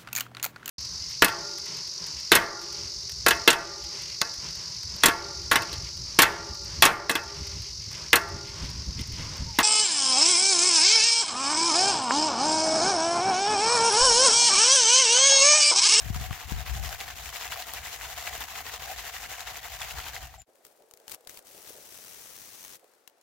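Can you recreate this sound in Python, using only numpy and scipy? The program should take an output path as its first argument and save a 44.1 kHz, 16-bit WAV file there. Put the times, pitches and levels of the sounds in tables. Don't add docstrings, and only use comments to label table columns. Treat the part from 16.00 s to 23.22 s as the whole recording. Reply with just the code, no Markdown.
import sys
import numpy as np
from scipy import signal
from scipy.fft import rfft, irfft, next_fast_len
from scipy.io import wavfile
from scipy.ndimage import uniform_filter1d

SR = 44100
rng = np.random.default_rng(int(sys.argv[2]) if len(sys.argv) > 2 else 0)


def file_out(sig):
    cols = np.atleast_2d(sig).T
    lim = np.clip(cols, -1, 1)
    pcm = np.round(lim * 32767).astype(np.int16)
    wavfile.write(sys.argv[1], SR, pcm)


N = 318402
T = np.arange(N) / SR
N_FFT = next_fast_len(N, True)
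BIN_HZ = np.maximum(np.arange(N_FFT // 2 + 1) * SR / N_FFT, 1)
SHAKE_END_S, GUSTS_END_S = 4.45, 1.04

# turn in seconds, slide level in dB.
STROKES = [(-0.04, -41), (0.035, -44.5), (0.125, -41), (0.189, -41.5), (0.298, -42), (0.384, -43),
           (0.465, -40.5), (0.558, -43), (0.642, -41), (0.722, -42), (0.811, -38.5), (0.894, -40),
           (0.978, -40), (1.057, -41.5), (1.146, -41.5), (1.219, -41.5), (1.317, -38.5), (1.39, -39),
           (1.492, -38), (1.558, -40), (1.653, -40.5), (1.727, -39.5), (1.812, -39.5), (1.904, -40.5),
           (1.982, -39.5), (2.08, -40.5), (2.152, -39), (2.235, -37.5), (2.31, -38), (2.385, -39),
           (2.467, -41.5), (2.536, -39.5), (2.634, -40.5), (2.71, -39.5), (2.787, -39.5), (2.869, -39.5),
           (2.956, -39.5), (3.036, -40), (3.118, -40), (3.194, -40.5), (3.282, -39), (3.365, -41),
           (3.448, -39), (3.528, -41), (3.61, -42), (3.702, -41.5), (3.782, -39.5), (3.867, -40),
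           (3.943, -39.5), (4.032, -41), (4.119, -41), (4.195, -45.5), (4.285, -54), (4.364, -63)]
# time in seconds, level in dB.
PAN_RING_LEVEL = [(0.0, -53), (0.11, -58), (0.2, -52), (0.26, -49.5), (0.35, -63.5), (0.94, -49.5),
                  (0.98, -63), (1.01, -43.5), (1.05, -57), (1.54, -55.5), (1.57, -49.5), (1.72, -58),
                  (1.76, -49), (1.83, -62), (2.18, -53.5), (2.29, -53), (2.5, -61.5), (2.57, -49),
                  (2.67, -61), (2.72, -58), (2.8, -61), (2.84, -49.5), (2.885, -43), (2.92, -42.5),
                  (2.95, -59.5), (3.68, -52.5), (3.78, -56), (3.81, -55.5), (4.13, -59), (4.16, -52.5),
                  (4.27, -56), (4.3, -63), (4.39, -58), (4.44, -85)]
# frequency in Hz, relative density in dB.
GRAVEL_SPECTRUM = [(150, -31), (260, -21), (340, -24.5), (490, -12.5), (580, -21), (760, -4), (950, -5),
                   (1300, -8.5), (1700, -7.5), (2000, -6), (2350, -10), (2700, -9), (4990, -12.5),
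                   (7060, -11), (8700, -20.5), (15200, -14.5), (16000, -21.5)]
# frequency in Hz, shared power from 0 to 1.
GRAVEL_COHERENCE = [(60, 0.71), (130, 0.62), (290, 0.47), (640, 0.81), (1410, 0.47), (3100, 0.24),
                    (6820, 0.033), (15000, 0.01)]
# frequency in Hz, left minus right in dB.
GRAVEL_BALANCE = [(60, 1.5), (110, 2.0), (200, 12), (380, 8.1), (700, 3.1), (1290, 2.1), (2380, 1.1),
                  (4400, 1.6), (8120, 4.8), (15000, 6.7)]
# start in seconds, level in dB, ring in Hz.
STONE_HITS = [(0.1456, -29, 1210), (0.201, -38, 6500), (0.3091, -25, 1060), (0.3287, -26, 1890),
              (0.339, -28, 2300), (0.4858, -38, 1800), (0.664, -27, 2030), (0.676, -28, 1980),
              (0.7387, -37, 6800), (0.836, -25, 3370), (0.8785, -30, 5200), (0.8915, -26.5, 5270),
              (0.927, -31, 1470), (1.004, -24, 3320), (1.0103, -23, 2280), (1.0784, -33, 2240),
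              (1.258, -28, 2330), (1.292, -29.5, 2980), (1.3276, -32, 980), (1.359, -29, 2230),
              (1.4107, -32, 2260), (1.478, -31, 3200), (1.52, -22, 2780), (1.523, -22.5, 1510),
              (1.531, -27, 3180), (1.5594, -29, 1040), (1.623, -23.5, 3890), (1.692, -29, 2000),
              (1.777, -30, 1700), (1.783, -29, 2300), (1.8413, -33, 1850), (1.861, -27, 1950),
              (2.0115, -26, 1990), (2.2735, -18, 2590), (2.277, -26, 2200), (2.3296, -26.5, 1990),
              (2.555, -26.5, 2050), (2.5601, -27, 1880), (2.576, -31, 1690), (2.696, -27.5, 1900),
              (3.0678, -37, 1000), (3.077, -31, 1610), (3.097, -33, 1500), (3.1497, -38, 1970),
              (3.166, -26, 1970), (3.302, -34, 2010), (3.406, -21, 3680), (3.4723, -25, 1730),
              (3.4758, -27, 1950), (3.557, -30, 2300), (3.817, -23, 3260), (3.824, -25.5, 2200),
              (3.908, -25.5, 2700), (4.004, -30, 2900), (4.0413, -29, 2360), (4.085, -26.5, 3080),
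              (4.1644, -24.5, 2010), (4.3411, -38, 850)]
# start and end in seconds, start and end level in dB.
SAND_SPELLS = [(4.634, 4.722, -52, -63), (5.064, 5.141, -51, -41), (5.267, 5.388, -54.5, -51),
               (5.44, 6.759, -48.5, -44)]
# frequency in Hz, relative density in dB.
SAND_SPECTRUM = [(24, -21), (40, -6.5), (250, -5.5), (500, -5), (1200, -6.5), (4500, -5.5), (8000, -5),
                 (15500, -5)]
# time in seconds, centre in Hz, gain in dB.
SAND_SIZZLE = [(5.47, 5860, 0), (5.9, 5850, 3.5), (6.3, 6000, 5), (6.76, 6150, 4.5)]
# peak time in seconds, gain in dB, fall in seconds.
SAND_SURGES = [(5.31, 8.5, 0.075), (5.695, 6, 0.025), (5.96, 2.5, 0.016), (5.97, 2.5, 0.44), (6.65, 0, .05)]
# start in seconds, level in dB, ring in Hz, left minus right in dB.
TICKS = [(1.7358, -23, 13300, 4), (2.3785, -27, 14000, 6), (2.4062, -28, 13000, 6), (4.418, -45, 9000, 11),
         (4.556, -53, 11200, 24), (4.65, -33, 14900, 8), (4.666, -35, 12300, 3.0), (4.822, -43, 9880, 6),
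         (4.911, -33.5, 9230, 6), (4.9372, -31.5, 15000, 8.5), (4.973, -37, 12600, 8), (5, -43, 1660, 7),
         (5.0798, -26.5, 3010, 12), (5.096, -25, 9870, 5), (5.114, -28, 9000, 11), (5.117, -21, 10300, 7),
         (5.1207, -24.5, 8350, 10), (5.1397, -29, 9000, 2), (5.146, -25.5, 11000, 9),
         (5.2081, -43, 8090, -1), (5.249, -44, 6690, 3), (5.272, -32, 3600, 10), (5.273, -25.5, 10700, 11),
         (5.2947, -26, 6570, 10), (5.373, -25, 4640, 3.5), (5.391, -28.5, 9460, 3), (6.2124, -33, 5550, 7),
         (6.2207, -34, 14500, 2), (6.3135, -45, 8660, 6), (6.4626, -38, 5670, 3), (6.649, -25, 6560, 2),
         (6.7045, -39, 2800, 4), (6.795, -43, 9000, 2), (6.843, -42.5, 8500, 4.5), (6.9364, -51, 1680, 16),
         (7.076, -31.5, 2780, 13.5), (7.0776, -36, 5900, 4), (7.0974, -45, 3010, 2),
         (7.2125, -44.5, 7190, -2)]
# start in seconds, level in dB, starting pitch in Hz.
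GLUGS = [(4.482, -56.5, 375), (4.491, -52, 440), (5.505, -52, 484), (5.547, -50, 377), (5.585, -49, 417),
         (5.598, -53, 366), (5.705, -40, 468), (5.751, -46, 430), (5.759, -45, 474), (5.785, -43.5, 478),
         (5.796, -50, 608), (5.99, -46, 624), (6.833, -60, 500), (6.845, -51, 600)]
# time in seconds, level in dB.
GURGLE_LEVEL = [(4.46, -64.5), (5.0, -62), (5.45, -61), (5.78, -60), (5.86, -65), (6.1, -64), (6.4, -70),
                (7.22, -66.5)]
# peak time in seconds, level in dB, fall in seconds.
SLOSHES = [(4.49, -70, 0.014), (4.809, -51, 0.011), (5.08, -68, .015), (5.28, -59, 0.017),
           (5.555, -59, 0.03), (5.7, -57, 0.014), (5.755, -54, 0.034), (6.835, -58, 0.023)]
# time in seconds, level in dB.
WIND_LEVEL = [(0.0, -41), (0.21, -34), (0.26, -45), (0.32, -38), (0.38, -58), (0.54, -36), (0.65, -42.5),
              (0.75, -32), (1.02, -54), (1.29, -51), (1.32, -56.5), (1.45, -58), (1.52, -51.5), (1.67, -65),
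              (1.7, -58.5), (1.85, -49), (1.91, -61), (2.07, -52), (2.1, -54), (2.19, -57), (2.22, -58),
              (2.35, -51.5), (2.49, -61), (2.58, -55), (2.76, -60), (2.79, -52), (3.08, -57), (3.13, -60),
              (3.25, -54), (3.37, -59.5), (3.54, -54), (3.58, -60.5), (3.85, -50.5), (3.9, -55),
              (3.94, -44.5), (4.09, -55), (4.12, -51), (4.2, -52.5), (4.24, -45), (4.3, -58), (4.33, -54),
              (4.45, -57)]
# frequency in Hz, relative density in dB.
WIND_SPECTRUM = [(15, -48), (27, -16), (40, -11.5), (55, 1.5), (72, -2.5), (100, -9.5), (140, -14.5),
                 (250, -31.5), (460, -38), (770, -120)]
# start in seconds, level in dB, final pitch in Hz, T60 in seconds.
THUMPS = [(0.057, -29, 97, 0.14), (0.102, -10.5, 73.4, 0.038), (0.159, -22.5, 94, 0.079),
          (0.21, -22.5, 72, 0.099), (0.308, -19.5, 75.5, 0.081), (0.52, -3.5, 70, 0.011),
          (0.726, -49, 73.4, 0.06), (0.82, -35, 61.9, 0.076)]
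# time in seconds, pitch in Hz, level in dB.
CHIRP = [(4.379, 7450, -78), (4.386, 7500, -53), (4.396, 7150, -58), (4.42, 7170, -57), (4.443, 7100, -73)]
# time in seconds, level in dB.
AIR_LEVEL = [(4.46, -66), (5.0, -60.5), (5.3, -62), (6.78, -62.5), (7.22, -62.5)]
# frequency in Hz, relative density in dB.
AIR_SPECTRUM = [(100, -20), (300, 5.5), (600, 5.5), (1500, 2.5), (3000, -4.5), (8000, -3.5), (16000, -7.5)]
# time in seconds, gain in dB.
FADE = [(4.42, 2.5), (4.435, -11.5), (4.447, -22), (4.46, -23), (4.472, -5), (4.49, -2.5)]


def gravel(ring_hz=754.6, ring_width_hz=118, rest_db=-56.5):
    turn_s, slide_db = np.transpose(STROKES)
    edges_s = np.append(turn_s, SHAKE_END_S)
    stroke = np.clip(np.searchsorted(edges_s, T) - 1, 0, len(turn_s) - 1)
    progress = np.clip((T - edges_s[stroke]) / np.diff(edges_s)[stroke], 0, 1)
    direction = np.arange(len(turn_s)) % 2
    stall_db = np.array([-10.5, -6])[direction]
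    around_db = (slide_db + np.append(slide_db[0], slide_db[:-1])) / 2
    floor_db = np.interp(T, turn_s, np.maximum(around_db + stall_db, rest_db))
    fastest_at = np.array([.52, .48])[direction[stroke]]
    speed = np.sin(np.pi * progress ** (np.log(.5) / np.log(fastest_at))) ** 0.9
    level = undb(floor_db + (slide_db[stroke] - floor_db) * speed) * (T < SHAKE_END_S)
    rattle = stereo(grains(3000, 2.28, 0.00087), per_bin(GRAVEL_COHERENCE), per_bin(GRAVEL_BALANCE))
    drive = rattle * undb(2.5 * speed + 2 * wander(23.86))
    ring = resonate(resonate(drive, ring_hz, ring_width_hz), ring_hz, 2 * ring_width_hz)
    slide = load_shift(colour(rattle, GRAVEL_SPECTRUM)) + undb(-9) * cut_bass(clacks())
    return level * slide + unit(ring) * envelope(PAN_RING_LEVEL)


def load_shift(x, depth_db=0.97, rate_hz=25):
    spectrum, out = rfft(x, N_FFT), 0
    octave = np.log2(np.maximum(BIN_HZ, 250) / 250)
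    for k in range(8):
        share = np.clip(1 - np.abs(octave - k), 0, 1)
        drift_db = depth_db * wander(rate_hz) + (k == 0) * 3.5 * wander(10)
        out = out + irfft(spectrum * share, N_FFT)[..., :N] * undb(drift_db)
    return unit(out)


def clacks(count=2000):
    out, t = np.zeros((2, N)), T[:500]
    for when, pitch_a, pitch_b, size, side, sustain in rng.random((count, 6)):
        hz = 1300 * 4.5 ** ((pitch_a + pitch_b) / 2)
        ring = np.sin(2 * np.pi * hz * t) * np.exp(-hz * t / (1 + 11 * sustain ** 4))
        size_db = -1.8 * np.log(1 - .95 * size)
        add(out, SHAKE_END_S * when, ring * undb(size_db) * balance(1 + 18.4 * (side - .5)))
    return out / rms(out[:, T < SHAKE_END_S])


def stones(crack_t60_s=0.0058, ring_t60_s=0.025):
    out, t = np.zeros((2, N)), T[:2000]
    for start_s, db, hz in STONE_HITS:
        burst = decay(t, crack_t60_s) * attack(t, 0.00045)
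        noise = rng.standard_normal((3, len(t)))
        rebound = 0.29 * np.roll(burst, int(SR * rng.uniform(0.0041, 0.0044)))
        crack = noise * (burst + rebound)
        centre = resonate(crack[0] + 1.46 * contact(t, .0005), hz, 0.94 * hz)
        sides = crack[1:] * min(hz / 2400, 1.6)
        ring = np.sin(2 * np.pi * hz * t * (1 + 5.9 * t)) * decay(t, ring_t60_s) * attack(t, 0.00018)
        knock = 0.28 * ring + 1.13 * centre + 0.45 * sides
        add(out, start_s, at_peak(knock, db) * balance(3))
    return cut_bass(out)


def sand(flutter_hz=94.9, flutter_depth_db=1.5, attack_s=0.027, release_s=0.03):
    hiss = unit(colour(stereo(grains(4000, 2.36, 0.00046), 0.17, 5.7), SAND_SPECTRUM))
    time_s, centre_hz, sizzle_db = np.transpose(SAND_SIZZLE)
    narrow = butter(stereo(grains(2700, 1.8, 0.0022), 0.53, 3), 2, 480)
    sizzle = unit(narrow * sine(np.interp(T, time_s, centre_hz)))
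    sizzle *= envelope(np.transpose([time_s, sizzle_db]))
    flutter_db = flutter_depth_db * (1 + 0.5 * wander(60)) * np.sin(2 * np.pi * flutter_hz * T + 0.37)
    spells = 0
    for start_s, end_s, start_db, end_db in SAND_SPELLS:
        onset = np.clip((T - start_s) / attack_s, 0, 1)
        release = np.clip(1 + (end_s - T) / release_s, 0, 1) ** 2
        spells += undb(np.interp(T, [start_s, end_s], [start_db, end_db])) * onset * release
    surge_db = sum(db * swell(peak_s, 0.045, fall_s) for peak_s, db, fall_s in SAND_SURGES)
    return (hiss + undb(-15.5) * sizzle) * spells * undb(surge_db + flutter_db + 0.26 * wander(8.4))


def ticks():
    out, t = np.zeros((2, N)), T[:2000]
    for start_s, db, hz, balance_db in TICKS:
        burst = (decay(t, 0.0081) + 0.097 * decay(t, 0.055)) * attack(t, 0.00035)
        noise = rng.standard_normal((3, len(t))) * burst
        crack = 0.5 * noise[0] + 1.13 * noise[1:] + 0.99 * np.gradient(contact(t, .0006))
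        ring = np.sin(2 * np.pi * hz * t) * decay(t, .014)
        tick = crack + 0.34 * ring - 0.18 * resonate(crack, 125, 280)
        add(out, start_s, at_peak(tick, db) * balance(balance_db))
    return out


def glugs(decay_cycles=0.99):
    out, t = np.zeros((2, N)), T[:1500]
    for start_s, db, hz in GLUGS:
        tone = np.sin(2 * np.pi * hz * t * (1 + 5.5 * t))
        plop = tone * np.exp(-hz * t / decay_cycles) * attack(t, 0.00093)
        add(out, start_s, at_peak(plop, db) * balance(-1.4))
    return out


def gurgle(count=2000, start_s=4.4, span_s=2.8):
    out, t = np.zeros((2, N)), T[:1200]
    for when, pitch_a, pitch_b, size, side, phase in rng.random((count, 6)):
        hz = 340 * 2.8 ** ((pitch_a + pitch_b) / 2)
        cycles = hz * t
        bubble = np.sin(2 * np.pi * (phase + cycles * (1 + 1.85 * t))) * cycles * np.exp(-cycles / 1.08)
        size_db = -1.6 * np.log(1 - .99 * size)
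        add(out, start_s + span_s * when, bubble * undb(size_db) * balance(25.2 * (side - .5)))
    waves = sum(undb(db) * swell(peak_s, 0.0068, fall_s) for peak_s, db, fall_s in SLOSHES)
    level = envelope(GURGLE_LEVEL) * undb(1.1 * wander(19)) + waves
    return out / rms(out[:, int(start_s * SR):]) * level


def wind():
    turbulence = lambda: undb(1.25 * wander(25)) * rng.standard_normal(N)
    calm = unit(colour(stereo(turbulence, 0.74, 3.1), WIND_SPECTRUM))
    gusty = unit(colour(stereo(turbulence, 0.053, 6.7), WIND_SPECTRUM))
    out = np.where(T < GUSTS_END_S, gusty, calm) * envelope(WIND_LEVEL)
    t = T[:6000]
    for start_s, db, hz, t60_s in THUMPS:
        push = np.sin(2 * np.pi * hz * (t + 0.0068 * attack(t, 0.005)))
        add(out[0], start_s, undb(db) * push * attack(t, 0.003) * decay(t, t60_s))
    return out


def bird():
    time_s, hz, db = np.transpose(CHIRP)
    note = sine(np.interp(T, time_s, hz) + 60 * wander(400)) * envelope(np.transpose([time_s, db]))
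    return np.sqrt(2) * note * undb(2.7 * wander(300)) * balance(5)


def air():
    hush = unit(colour(stereo(lambda: rng.standard_normal(N), 0.28, 4.4), AIR_SPECTRUM))
    bursts = stereo(grains(40, 1.4, 0.0019), 0.46, 4)
    hush += undb(-7) * butter(bursts, 2, 4000, "high")
    dullness = np.interp(T, [6.8, 7.15], [.1, .6])
    hush += (butter(hush, 1, 5000) - hush) * dullness
    level_db = np.interp(T, *np.transpose(AIR_LEVEL)) + 1.2 * wander(11)
    return hush * undb(level_db) * (T > SHAKE_END_S)


def grains(rate_hz, spread_db, tail_s):
    hit, size = rng.random((2, N))
    pulses = (hit < rate_hz / SR) * undb(-2 * spread_db * np.log(1 - .999 * size))
    power = signal.lfilter([1], [1, -np.exp(-1 / (tail_s * SR))], pulses)
    loudness = unit(np.sqrt(power))
    return lambda: loudness * rng.standard_normal(N)


def stereo(draw, coherence, balance_db):
    shared = np.sqrt(coherence) * rfft(draw(), N_FFT)
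    separate = np.sqrt(1 - coherence) * rfft([draw(), draw()], N_FFT)
    return irfft(balance(balance_db) * (shared + separate), N_FFT)[:, :N]


def colour(x, spectrum):
    cepstrum = irfft(np.log(undb(per_bin(spectrum))), N_FFT)
    cepstrum[1:N_FFT // 2] *= 2
    cepstrum[N_FFT // 2 + 1:] = 0
    return irfft(rfft(x, N_FFT) * np.exp(rfft(cepstrum)), N_FFT)[..., :N]


def per_bin(rows):
    hz, value = np.transpose(rows)
    return np.interp(np.log(BIN_HZ), np.log(hz), value)


def resonate(x, hz, width_hz):
    return signal.lfilter(*signal.iirpeak(hz, max(hz / width_hz, .3), SR), x)


def butter(x, order, hz, kind="low"):
    return signal.sosfilt(signal.butter(order, hz, kind, fs=SR, output="sos"), x)


def cut_bass(x):
    return butter(x, 4, 660, "high")


def wander(rate_hz):
    hold = int(SR / rate_hz)
    steps = np.repeat(rng.standard_normal(N // hold + 1), hold)[:N]
    return unit(uniform_filter1d(steps, hold))


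def envelope(rows):
    return undb(np.interp(T, *np.transpose(rows), left=-200, right=-200))


def swell(peak_s, rise_s, fall_s):
    return np.exp(-np.abs(T - peak_s) / np.where(T < peak_s, rise_s, fall_s))


def contact(t, at_s):
    return np.exp(-.5 * ((t - at_s) / .00004) ** 2)


def attack(t, rise_s):
    return 1 - np.exp(-t / rise_s)


def decay(t, t60_s):
    return undb(-60 * t / t60_s)


def sine(hz):
    return np.sin(2 * np.pi * np.cumsum(hz) / SR)


def balance(left_minus_right_db):
    return undb(np.array([[.5], [-.5]]) * left_minus_right_db)


def undb(db):
    return 10 ** (np.asarray(db) / 20)


def rms(x):
    return np.sqrt(np.mean(x ** 2))


def unit(x):
    return x / rms(x)


def at_peak(x, db):
    return undb(db) * x / np.abs(x).max()


def add(out, start_s, sound):
    i = int(start_s * SR)
    out[..., i:i + sound.shape[-1]] += sound[..., :N - i]


def scene():
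    return gravel() + stones() + ticks() + sand() + gurgle() + glugs() + air() + wind() + bird()


def record(dry, top_hz=15900):
    faded = dry * undb(np.interp(T, *np.transpose(FADE)))
    return signal.sosfilt(signal.ellip(10, .2, 70, top_hz, fs=SR, output="sos"), faded)


dry = scene()
out = record(dry)
file_out(out)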